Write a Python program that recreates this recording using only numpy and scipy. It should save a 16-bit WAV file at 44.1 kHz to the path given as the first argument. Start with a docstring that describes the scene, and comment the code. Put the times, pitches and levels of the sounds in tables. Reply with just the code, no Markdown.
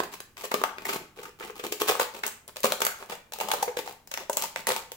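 """Scissors cutting sandpaper on wood

Scissors trim the overhang of sandpaper stuck to a wooden board, in a small workshop.
The blades break through the grit in jerks: each snap is a burst of filtered noise for the crack,
and a sudden release that excites the decaying modes of the stiff sheet and of the board.
Between snaps a rain of tiny impulses makes the grinding; small ticks and clacks of steel join in.
Two microphone ports stand close by; the room's decaying noise rings for just under half a second."""
import sys
import numpy as np
from scipy import signal
from scipy.fft import rfft, irfft
from scipy.io import wavfile
from scipy.ndimage import uniform_filter1d

SR = 44100
rng = np.random.default_rng(int(sys.argv[2]) if len(sys.argv) > 2 else 0)


def wrap_up_sound(samples):
    """Save the sound to the file named by the first command line argument, as 16-bit audio."""
    columns = np.atleast_2d(samples).T
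    # keep every value between -1 and 1, then stretch to whole-number steps
    tamed = np.clip(columns, -1, 1)
    steps = np.round(tamed * 32767).astype(np.int16)
    wavfile.write(sys.argv[1], SR, steps)


N = 219110  # samples


def amp(db):
    """Decibel law: the amplitude factor of a level in dB."""
    return 10 ** (np.asarray(db) / 20)


def read(points, hz):
    """Logarithmic frequency scale: straight lines between points on that axis."""
    f, value = np.transpose(points)
    return np.interp(np.log(hz + 1), np.log(f + 1), value)


def unit(x):
    """Energy normalisation: scales a sound to a mean energy of one per channel."""
    return x / np.sqrt(np.mean(np.sum(x ** 2, -1)) + 1e-20)


def add(mix, s, sound):
    """Superposition: mixes a two-channel sound in at time s, trimmed to the mix."""
    start = round(s * SR)
    sound = sound[:, max(-start, 0):]
    part = mix[:, max(start, 0):][:, :sound.shape[1]]
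    part += sound[:, :part.shape[1]]


def play(events):
    """Superposition of events, each a time in seconds and its (delay s, sound) parts."""
    out = np.zeros((2, N))
    for s, parts in events:
        for delay, sound in parts:
            add(out, s + delay, sound)
    return out


def through(x, response):
    """Linear filtering: convolves an excitation with an impulse response."""
    return signal.fftconvolve(np.atleast_2d(x), np.atleast_2d(response), axes=1)


def colour(db_at, size=512):
    """Minimum phase: the causal impulse response that follows from the gain db_at(Hz)."""
    hz = abs(np.fft.fftfreq(size, 1 / SR))
    log_gain = np.log(amp(db_at(hz)))
    spectrum = np.exp(np.conj(signal.hilbert(log_gain)))
    return np.fft.ifft(spectrum).real[..., :size // 2]


def ring(modes, size=4096):
    """Modal synthesis: a sum of exponentially dying sines, given as (Hz, dB, t60 s)."""
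    t = np.arange(size) / SR
    return sum(amp(db - 60 * t / max(t60, .001)) * np.sin(2 * np.pi * hz * t) for hz, db, t60 in modes)


def ports(x, shared):
    """Partial correlation: two unrelated signals become a pair with a shared part."""
    shared = np.clip(shared, 0, 1)
    return np.array([x[0], shared * x[0] + np.sqrt(1 - shared ** 2) * x[1]])


# Spectrum of the still room. Each row: frequency in Hz, relative density in dB per Hz.
STILL_AIR = [(20, 0.5), (64, -0.5), (108, 0.5), (200, -3.5), (400, -7.5), (1200, -16), (4000, -27),
             (15000, -25.5)]


def air(level_db=-62.5):
    """Shaped noise: the faint, low, stationary sound of the still room."""
    hz = np.fft.rfftfreq(N, 1 / SR)
    white = ports(rng.standard_normal((2, N)), shared=0.84)
    noise = irfft(rfft(white) * amp(read(STILL_AIR, hz)), N)
    return amp(level_db) * np.sqrt(N) * unit(noise)


# Late decay of the room. 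Each row: frequency in Hz, time to fall by 60 dB in s.
ROOM_DECAY = [(150, 0.46), (400, 0.3), (1000, 0.44), (2800, 0.4), (7000, 0.36), (15000, 0.26)]
# Strength of the reflections. Each row: frequency in Hz, level in dB against the direct sound.
ROOM_STRENGTH = [(100, -1), (400, -4.5), (1000, -5.5), (2500, -2), (7000, -3), (15000, -2)]


def workshop(x, first=0.0017, early_db=3, early_time=0.0088, apart_hz=1300):
    """Diffuse reverberation: dense reflections from bench and walls as dying noise.

    The close ports hear the same bass but different treble, parting around apart_hz."""
    size = SR * 3 // 4
    hz, t, noise = signal.stft(rng.standard_normal((3, 2, size)), SR, nperseg=256)
    shared = 1 / (1 + (hz[:, None] / apart_hz) ** 2)
    t60 = read(ROOM_DECAY, hz)[:, None]
    decay = amp(-60 * t / t60 + early_db * np.exp(-t / early_time))
    energy = size * np.mean(decay ** 2, 1, keepdims=True)
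    decay *= amp(read(ROOM_STRENGTH, hz))[:, None] / np.sqrt(energy)
    # reflections fade in around the first delay (s)
    onset = np.clip(np.arange(size) / (first * SR) - .5, 0, 1)
    out = np.zeros((2, N))
    for k, pair in enumerate(noise):
        tail = signal.istft(ports(pair, shared) * decay, SR, nperseg=256)[1][:, :size] * onset
        # the reflections change as hand and scissors move: three tails trade places every 2 s
        turns = np.arange(N) / SR / 2 + k / 3
        place = np.sqrt(2 / 3) * np.cos(2 * np.pi * turns)
        out += through(x * place, tail)[:, :N]
    return out


# Spectrum of breaking grit. Each row: frequency in Hz, relative density in dB per Hz.
GRIT_SPECTRUM = [(300, -41), (900, -5.5), (1500, 3.5), (2400, 6.5), (3500, 2.5), (5500, 0), (7500, 2.5),
                 (9300, -5), (11000, -3.5), (13500, -2.5), (15700, -0.5), (16300, -30)]
# Balance of the grit between the ports. 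Each row: frequency in Hz, left minus right in dB.
GRIT_PORT_BALANCE = [(1000, -8.5), (2500, 1.5), (4000, 1), (6000, 3.5), (8300, -1), (10000, -4), (13000, 0),
                     (16000, 3)]


def grit_response(tilt_db, hz, hump_db=5.5, octaves=0.29):
    """Brittle fracture: short, bright sound of a grain at the two ports.

    The spectrum tilts by tilt_db per octave, with a broad hump (or dip) of hump_db around hz."""
    def gain_db(f):
        slope = tilt_db * np.log2(np.clip(f, 1500, 10000) / 5000)
        hump = hump_db * np.exp(-(np.log2((f + 1) / hz) / octaves) ** 2)
        balance = np.outer([.5, -.5], read(GRIT_PORT_BALANCE, f))
        return read(GRIT_SPECTRUM, f) + slope + hump + balance
    return colour(gain_db)


# Modes of the hand-damped steel blades. Each row: frequency in Hz, relative level in dB, t60 in s.
BLADE_MODES = [(903.7, -16, 0.058), (1177, -15, 0.013), (1510, -31, 0.078)]


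def sheet_response(hz, cycles=10, blades_db=0, low_cut_hz=600):
    """Damped flexural mode: the free flap falls by 60 dB in a few cycles, beside the blades' modes.

    It is too small to radiate bass, hence the high-pass filter."""
    flap = ring([(hz, 0, cycles / hz)])
    modes = flap + amp(blades_db) * ring(BLADE_MODES)
    return signal.lfilter(*signal.butter(2, low_cut_hz, "high", fs=SR), modes)


# Modes of the board under the sheet. Each row: frequency in Hz, relative level in dB, t60 in s.
BOARD_MODES = [(219.7, -3, 0.047), (271, -17, 0.045), (356, -29.5, 0.087), (420, -5.5, 0.055),
               (483.4, -12.5, 0.13), (602, -15, 0.18), (630, -5.5, 0.023)]


def board_response(hz, t60=0.028, reach=0.15, far_db=6, low_cut_hz=330, top_hz=1100):
    """Modal excitation: the wood knocks at hz, set by the place of the cut.

    Modes near that pitch answer most; from reach (octaves) on they are far_db weaker."""
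    modes = [(hz, 0, t60)]
    for f, db, ring_s in BOARD_MODES:
        distance = min(abs(np.log2(f / hz)) / reach, 1)
        modes.append((f, db - far_db * distance, ring_s))
    band = signal.butter(2, [low_cut_hz, top_hz], "band", fs=SR, output="sos")
    return signal.sosfilt(band, ring(modes))


# Pitch of the free flap as the cut moves on. Each row: time in s, frequency in Hz.
FLAP_PITCH = [(0, 1020), (0.64, 1160), (0.95, 1283), (1.9, 1153), (2.65, 1050), (2.72, 1350), (2.87, 1420),
              (3.1, 870), (3.65, 830), (4.5, 846), (4.95, 920)]
# Pitch of the board's knock at the place of the cut. Each row: time in s, frequency in Hz.
KNOCK_PITCH = [(0, 400), (0.6, 450), (0.95, 370), (1.2, 433), (1.67, 395), (1.82, 420), (1.92, 482),
               (2.65, 537), (2.82, 516), (3.5, 620), (3.72, 472), (4.3, 587), (4.95, 460)]
# Centre of the crack's hump. Each row: time in s, frequency in Hz.
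CRACK_PITCH = [(0, 11300), (0.95, 12500), (1.2, 2740), (2.0, 3500), (2.26, 8700), (2.56, 3520),
               (2.81, 3530), (2.86, 13000), (3.38, 3000), (3.52, 3560), (3.55, 5500), (4.44, 5890),
               (4.9, 12600)]


def pitches(s):
    """Position-dependent resonance: pitches in Hz of flap, board and crack at time s."""
    return [np.interp(s, *np.transpose(curve)) for curve in (FLAP_PITCH, KNOCK_PITCH, CRACK_PITCH)]


# Grinding through grit and rubbing on the sheet.
# Each row: start in s, end in s, grit level in dB, board level in dB (both RMS over the stroke).
GRINDING = [(0.115, 0.16, -46, -54), (0.373, 0.469, -46, -55.5), (0.543, 0.696, -50.5, -53.5),
            (0.755, 0.88, -55.5, -55.5), (0.861, 0.97, -39.5, -45.5), (0.977, 1.05, -72, -52.5),
            (1.154, 1.299, -52.5, -52), (1.386, 1.509, -48, -50.5), (1.549, 1.608, -50, -58),
            (1.627, 1.678, -41.5, -42.5), (1.802, 1.833, -34.5, -44.5), (1.82, 1.99, -46, -51),
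            (1.871, 1.924, -31, -44), (1.999, 2.032, -31.5, -45.5), (2.137, 2.205, -46.5, -49.5),
            (2.233, 2.286, -42, -45), (2.482, 2.497, -49, -52.5), (2.551, 2.63, -54, -69),
            (2.636, 2.672, -28.5, -34), (2.686, 2.75, -42, -44), (2.803, 2.912, -42, -55),
            (2.983, 3.066, -51.5, -52), (3.088, 3.154, -43.5, -47), (3.323, 3.389, -52, -56.5),
            (3.397, 3.468, -44.5, -42), (3.454, 3.638, -46, -47), (3.764, 3.807, -36.5, -40.5),
            (3.847, 3.928, -47.5, -52), (4.173, 4.237, -47.5, -47.5), (4.358, 4.466, -38.5, -47),
            (4.552, 4.616, -45.5, -50.5), (4.67, 4.725, -33, -34.5), (4.71, 4.806, -42, -49)]
SHEET_UNDER_DB, SHEET_FROM_BOARD = 0.5, 0.3  # sheet level: 0.3 of the way from grit to board, plus 0.5 dB


def strokes(grains_per_s=2200, spread_db=3.5, clump_db=4.0, attack_s=0.0086, release_s=0.015,
            dull_db=-1.8, brighten=.15, soft_db=-43, ease_db=12, sheet_hz=1200, slack=0.928):
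    """Stick-slip friction: a dense, uneven rain of tiny fractures excites grit, sheet and board."""
    out = np.zeros((2, N))
    struck = rng.exponential(1, N)
    sizes = amp(spread_db * np.minimum(struck, 4)) * (rng.random(N) < grains_per_s / SR)
    # the blade sticks and slips, so the grains come in clumps of a few milliseconds
    slip = uniform_filter1d(rng.standard_normal(N), size=160)
    clumps = amp(clump_db * np.clip(slip / slip.std(), -2, 2))
    grains = sizes * clumps * rng.standard_normal((2, N))
    sheet = sheet_response(sheet_hz, cycles=3.9, blades_db=-2)
    for start, end, grit_db, board_db in GRINDING:
        first = max(round(start * SR), 0)
        last = min(round(max(end, start + .01) * SR), N)
        t = np.arange(first, last)
        # the lighter the touch, the more gently it starts and stops
        gentle = 1 + max(soft_db - grit_db, 0) / ease_db
        ramps = np.minimum((t - t[0]) / attack_s, (t[-1] - t) / release_s)
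        press = np.clip(ramps / (SR * gentle), 0, 1)
        # the less the blades lean on the board, the brighter they grind
        tilt_db = dull_db + brighten * (grit_db - board_db)
        grit = grit_response(tilt_db, hz=6600, hump_db=-3.0)
        # rubbing leaves the board slacker and deeper than a hard bite does
        knock_hz = slack * pitches((start + end) / 2)[1]
        board = board_response(knock_hz, t60=0.028, low_cut_hz=225)
        sheet_db = grit_db + SHEET_FROM_BOARD * (board_db - grit_db) + SHEET_UNDER_DB
        for response, shared, db in [(grit, .4, grit_db), (sheet, .75, sheet_db), (board, .97, board_db)]:
            sound = through(ports(grains[:, t] * press, shared), response)
            add(out, t[0] / SR, amp(db) * np.sqrt(len(t)) * unit(sound))
    return out


def ticks(length=0.0003, crack_db=23, sheet_db=17, board_db=22, tilt_spread_db=2.5, count=170):
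    """Random fracture: small snaps at chance times, heard only within strokes.

    Their energies follow the stroke's levels, offset by the given dB."""
    events = []
    times = (np.arange(count) + rng.random(count)) * N / SR / count
    tilts = tilt_spread_db * rng.standard_normal(count)
    for s, tilt in zip(times, tilts):
        for start, end, grit, board in GRINDING:
            if start < s < end:
                levels = grit + crack_db, tilt, grit + sheet_db, board + board_db
                events.append((s, snap(length, *levels, *pitches(s))))
    return play(events)


# The steel blades clack together, levels as energies.
# Each row: time in s, build-up time in s, click in dB, click tilt in dB per octave, ring in dB.
BLADE_CLACKS = [(0.8544, 0.0024, -8.5, 5, -4.5), (2.2366, 0.001, 0, -7, -6.5), (2.851, 0.00037, 1.5, 6, -4),
                (4.14, .0007, -4.5, -0.5, -19), (4.6703, 0.00057, -0.5, 3, -0.5)]
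CLACK_HZ, CLACK_BOARD_DB = 2050, -17.5  # ring pitch before scatter, board energy


def clacks():
    """Impact of steel on steel: a short click with much the same ring, which hardly moves the board."""
    return play((s, snap(*row, CLACK_BOARD_DB, CLACK_HZ, *pitches(s)[1:])) for s, *row in BLADE_CLACKS)


def snap(length, crack_db, tilt_db, sheet_db, board_db, sheet_hz, knock_hz, crack_hz, scatter=0.028,
         rise=1.0, fall=2.34, crumble=0.099, give=0.0014, cut_ratio=0.71, size=1024):
    """Impulsive release: a quick cluster of breaking grains and one sudden unloading of the blade.

    Returns (delay s, sound) for grit, sheet and board."""
    t = (np.arange(size) - size // 4) / SR
    # the breaking builds up quickly and dies away a little more slowly
    time_constant = max(length, .0003) * np.where(t < 0, rise, fall)
    swell = np.exp(-abs(t) / time_constant)
    grains = swell * rng.standard_normal((4, size))
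    release = (t == 0) + crumble * grains[2:]
    # no two snaps have quite the same pitches
    centres = np.array([sheet_hz, knock_hz, crack_hz])
    sheet_hz, knock_hz, crack_hz = centres * np.exp(scatter * rng.standard_normal(3))
    crack = through(ports(grains[:2], shared=0.26), grit_response(tilt_db, crack_hz, hump_db=3))
    flap = through(release, sheet_response(sheet_hz, cycles=11.8))
    wood = board_response(knock_hz, far_db=7.5, low_cut_hz=cut_ratio * knock_hz)
    knock = through(release[[1, 1]], wood)  # the same at both ports
    return [(t[0], amp(crack_db) * unit(crack)),
            (t[0], amp(sheet_db) * unit(flap)),
            # the board starts to spring back as the first grains give
            (t[0] - give, amp(board_db) * unit(knock))]


# The blades jerk through the sheet, levels as energies.
# Each row: time in s, build-up time in s, crack in dB, crack tilt in dB per octave,
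# sheet in dB, board in dB.
CUT_SNAPS = [(0.0024, 0.0015, -4, -4, 1, -0.5), (0.036, 0.0024, -11.5, -1, -14, -14),
             (0.138, .0018, -14.5, -1.5, -22.5, -37), (0.2039, 0.00081, -12.5, -0.5, -20, -25),
             (0.37, 0.001, -18, -3.5, -30, -37), (0.4415, 0.0051, -8.5, 0.5, -14, -8),
             (0.453, .0016, -12, 0, -18, -30), (0.5165, 0.0014, -5, -3, -1.5, -11),
             (0.542, 0.0014, 0, -1.5, 1, 2.5), (0.616, 0.0011, -14.5, 0, -7, -6),
             (0.6384, 0.00078, -1.5, -2, 7, -10), (0.784, 0.00064, -11, -7.5, -29, -18.5),
             (0.8916, 0.0056, -2, -3, -4, -6.5), (0.934, 0.0017, -7, 0, -10.5, -27),
             (0.9454, .0003, -12, 14, -27, -12), (0.961, 0.0016, -12.5, -4, -13, -7.5),
             (1.1885, 0.00093, -19.5, -10, -32, -17), (1.234, .0026, -18.5, 2.5, -18, -42),
             (1.255, 0.0012, -20, -5, -17.5, -42), (1.4085, 0.0013, -14.5, -21, -21, -16),
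             (1.428, 0.0067, -11, -9.5, -19, -32), (1.499, 0.0016, -20, -8, -14.5, -16),
             (1.597, 0.0028, -11.5, -2.5, -19, -14), (1.64, 0.0014, -12, 0, -14, -13),
             (1.667, 0.00066, -9.5, 1.5, -22, -9), (1.724, 0.0021, -1.5, 2, -14, -5.5),
             (1.802, 0.0026, -8, 1.5, -14, -23), (1.818, 0.00074, 0, 1.5, -1.5, 0.5),
             (1.8852, 0.0016, .5, 2, -3.5, -4), (1.8922, 0.0024, 2.5, -1.5, 3, -1.5),
             (1.899, 0.00027, -8, -2, -16, 5), (1.921, .0003, -20, 4, -3, -10),
             (1.9531, .0003, -13, 1, -4, -9), (1.9981, 0.0018, -1, 2, 5.5, 2.5),
             (2.0144, 0.0025, -6.5, -2.5, -2, -5), (2.148, 0.0012, -18, -7, -32, -24),
             (2.2658, .0005, -2.5, 8, -24, -35), (2.279, 0.00079, -8.5, 4, -15, -23),
             (2.4792, .0006, -17.5, 5.5, -33, -28), (2.5605, .0005, -17.5, -3, -24.5, -22),
             (2.5685, 0.00049, -10, -0.5, -22, -16.5), (2.605, 0.00031, -16, 10, -35, -30),
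             (2.6332, 0.00046, -4.5, 2, -22, -26), (2.6447, 0.00062, 0, 2.5, 3, 5.5),
             (2.653, .0011, -7, 1, -5, -19), (2.7218, 0.00057, 2, 1, -1, -1),
             (2.805, 0.00075, -7.5, 5, -8, -10), (2.8193, 0.0011, 3, 0, 1.5, -2.5),
             (2.8668, .0009, 1, 1.5, 1, -8), (3.0264, 0.00077, -20, -15, -20, -14.5),
             (3.1228, 0.0052, -9.5, -4.5, -9, -13), (3.3223, 0.00055, -15, 0.5, -24, -18.5),
             (3.336, .0011, -9, 3, -16.5, -37), (3.387, .0005, -15, 3.5, -16, -17),
             (3.4024, .0012, -5.5, -1, -14, -7), (3.4114, 0.0013, -5.5, 3.5, -1.5, -6),
             (3.487, 0.0014, -8, 3, -5, -6), (3.504, .0008, -14, -4, -5.5, -10),
             (3.5163, 0.00087, 2.5, 1.5, -0.5, -5), (3.537, 0.0019, -5, 6, 2, -2),
             (3.628, 0.0021, -1, 3.5, 4, -6), (3.6802, 0.0028, -12.5, -10, -9.5, -2.5),
             (3.7713, 0.0014, -6.5, -5, -21, -3.5), (3.8763, 0.00092, -16, -2, -9.5, -33),
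             (4.0746, 0.0007, -21, 3.5, -30, -37), (4.1156, 0.0015, -10.5, -1, -16, -22),
             (4.175, 0.00064, -6.5, -3.5, -9.5, -33), (4.2977, 0.0005, -5.5, 4.5, -0.5, 0),
             (4.331, 0.0012, -7, 4.5, -33, -25), (4.3708, 0.00036, 3.5, 6.5, -6.5, -7),
             (4.423, 0.00047, -3, 6, -14, -30), (4.44, 0.0012, -6.5, 2, -7, -24),
             (4.5608, 0.00046, -3.5, -5.5, -8.5, -14.5), (4.6908, .0006, -0.5, 3, -0.5, -4.5),
             (4.7035, 0.00094, -2.5, -8, -3.5, -24), (4.72, 0.00038, -2.5, -5, -9, -4),
             (4.7637, 0.00025, -5.5, 0, -9, -29), (4.919, 0.00027, -11.5, -0.5, -18, -17.5)]


def snaps():
    """Sudden fracture: the big jerks of the cut, pitched by the place where they happen."""
    return play((s, snap(*row, *pitches(s))) for s, *row in CUT_SNAPS)


PORT_LAG = 8  # samples by which the direct sound reaches the right port later


def scene(left_db=0.3):
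    """Direct and reverberant fields: the cut, heard directly and through the room, over still air."""
    still = air()
    cut = snaps() + clacks() + strokes() + ticks()
    cut = cut * amp([[left_db], [-left_db]])
    # the scissors are nearer to the left port
    late_right = np.pad(cut[1], (PORT_LAG, 0))[:N]
    direct = np.array([cut[0], late_right])
    return direct + workshop(cut) + still


EDGE_HZ = 16700


def record(dry):
    """Band limitation: a linear-phase low-pass filter with its edge at EDGE_HZ."""
    low_pass = signal.firwin(511, EDGE_HZ, window=("kaiser", 9), fs=SR)
    return signal.oaconvolve(dry, low_pass[None], "same")


dry = scene()
out = record(dry)
wrap_up_sound(out)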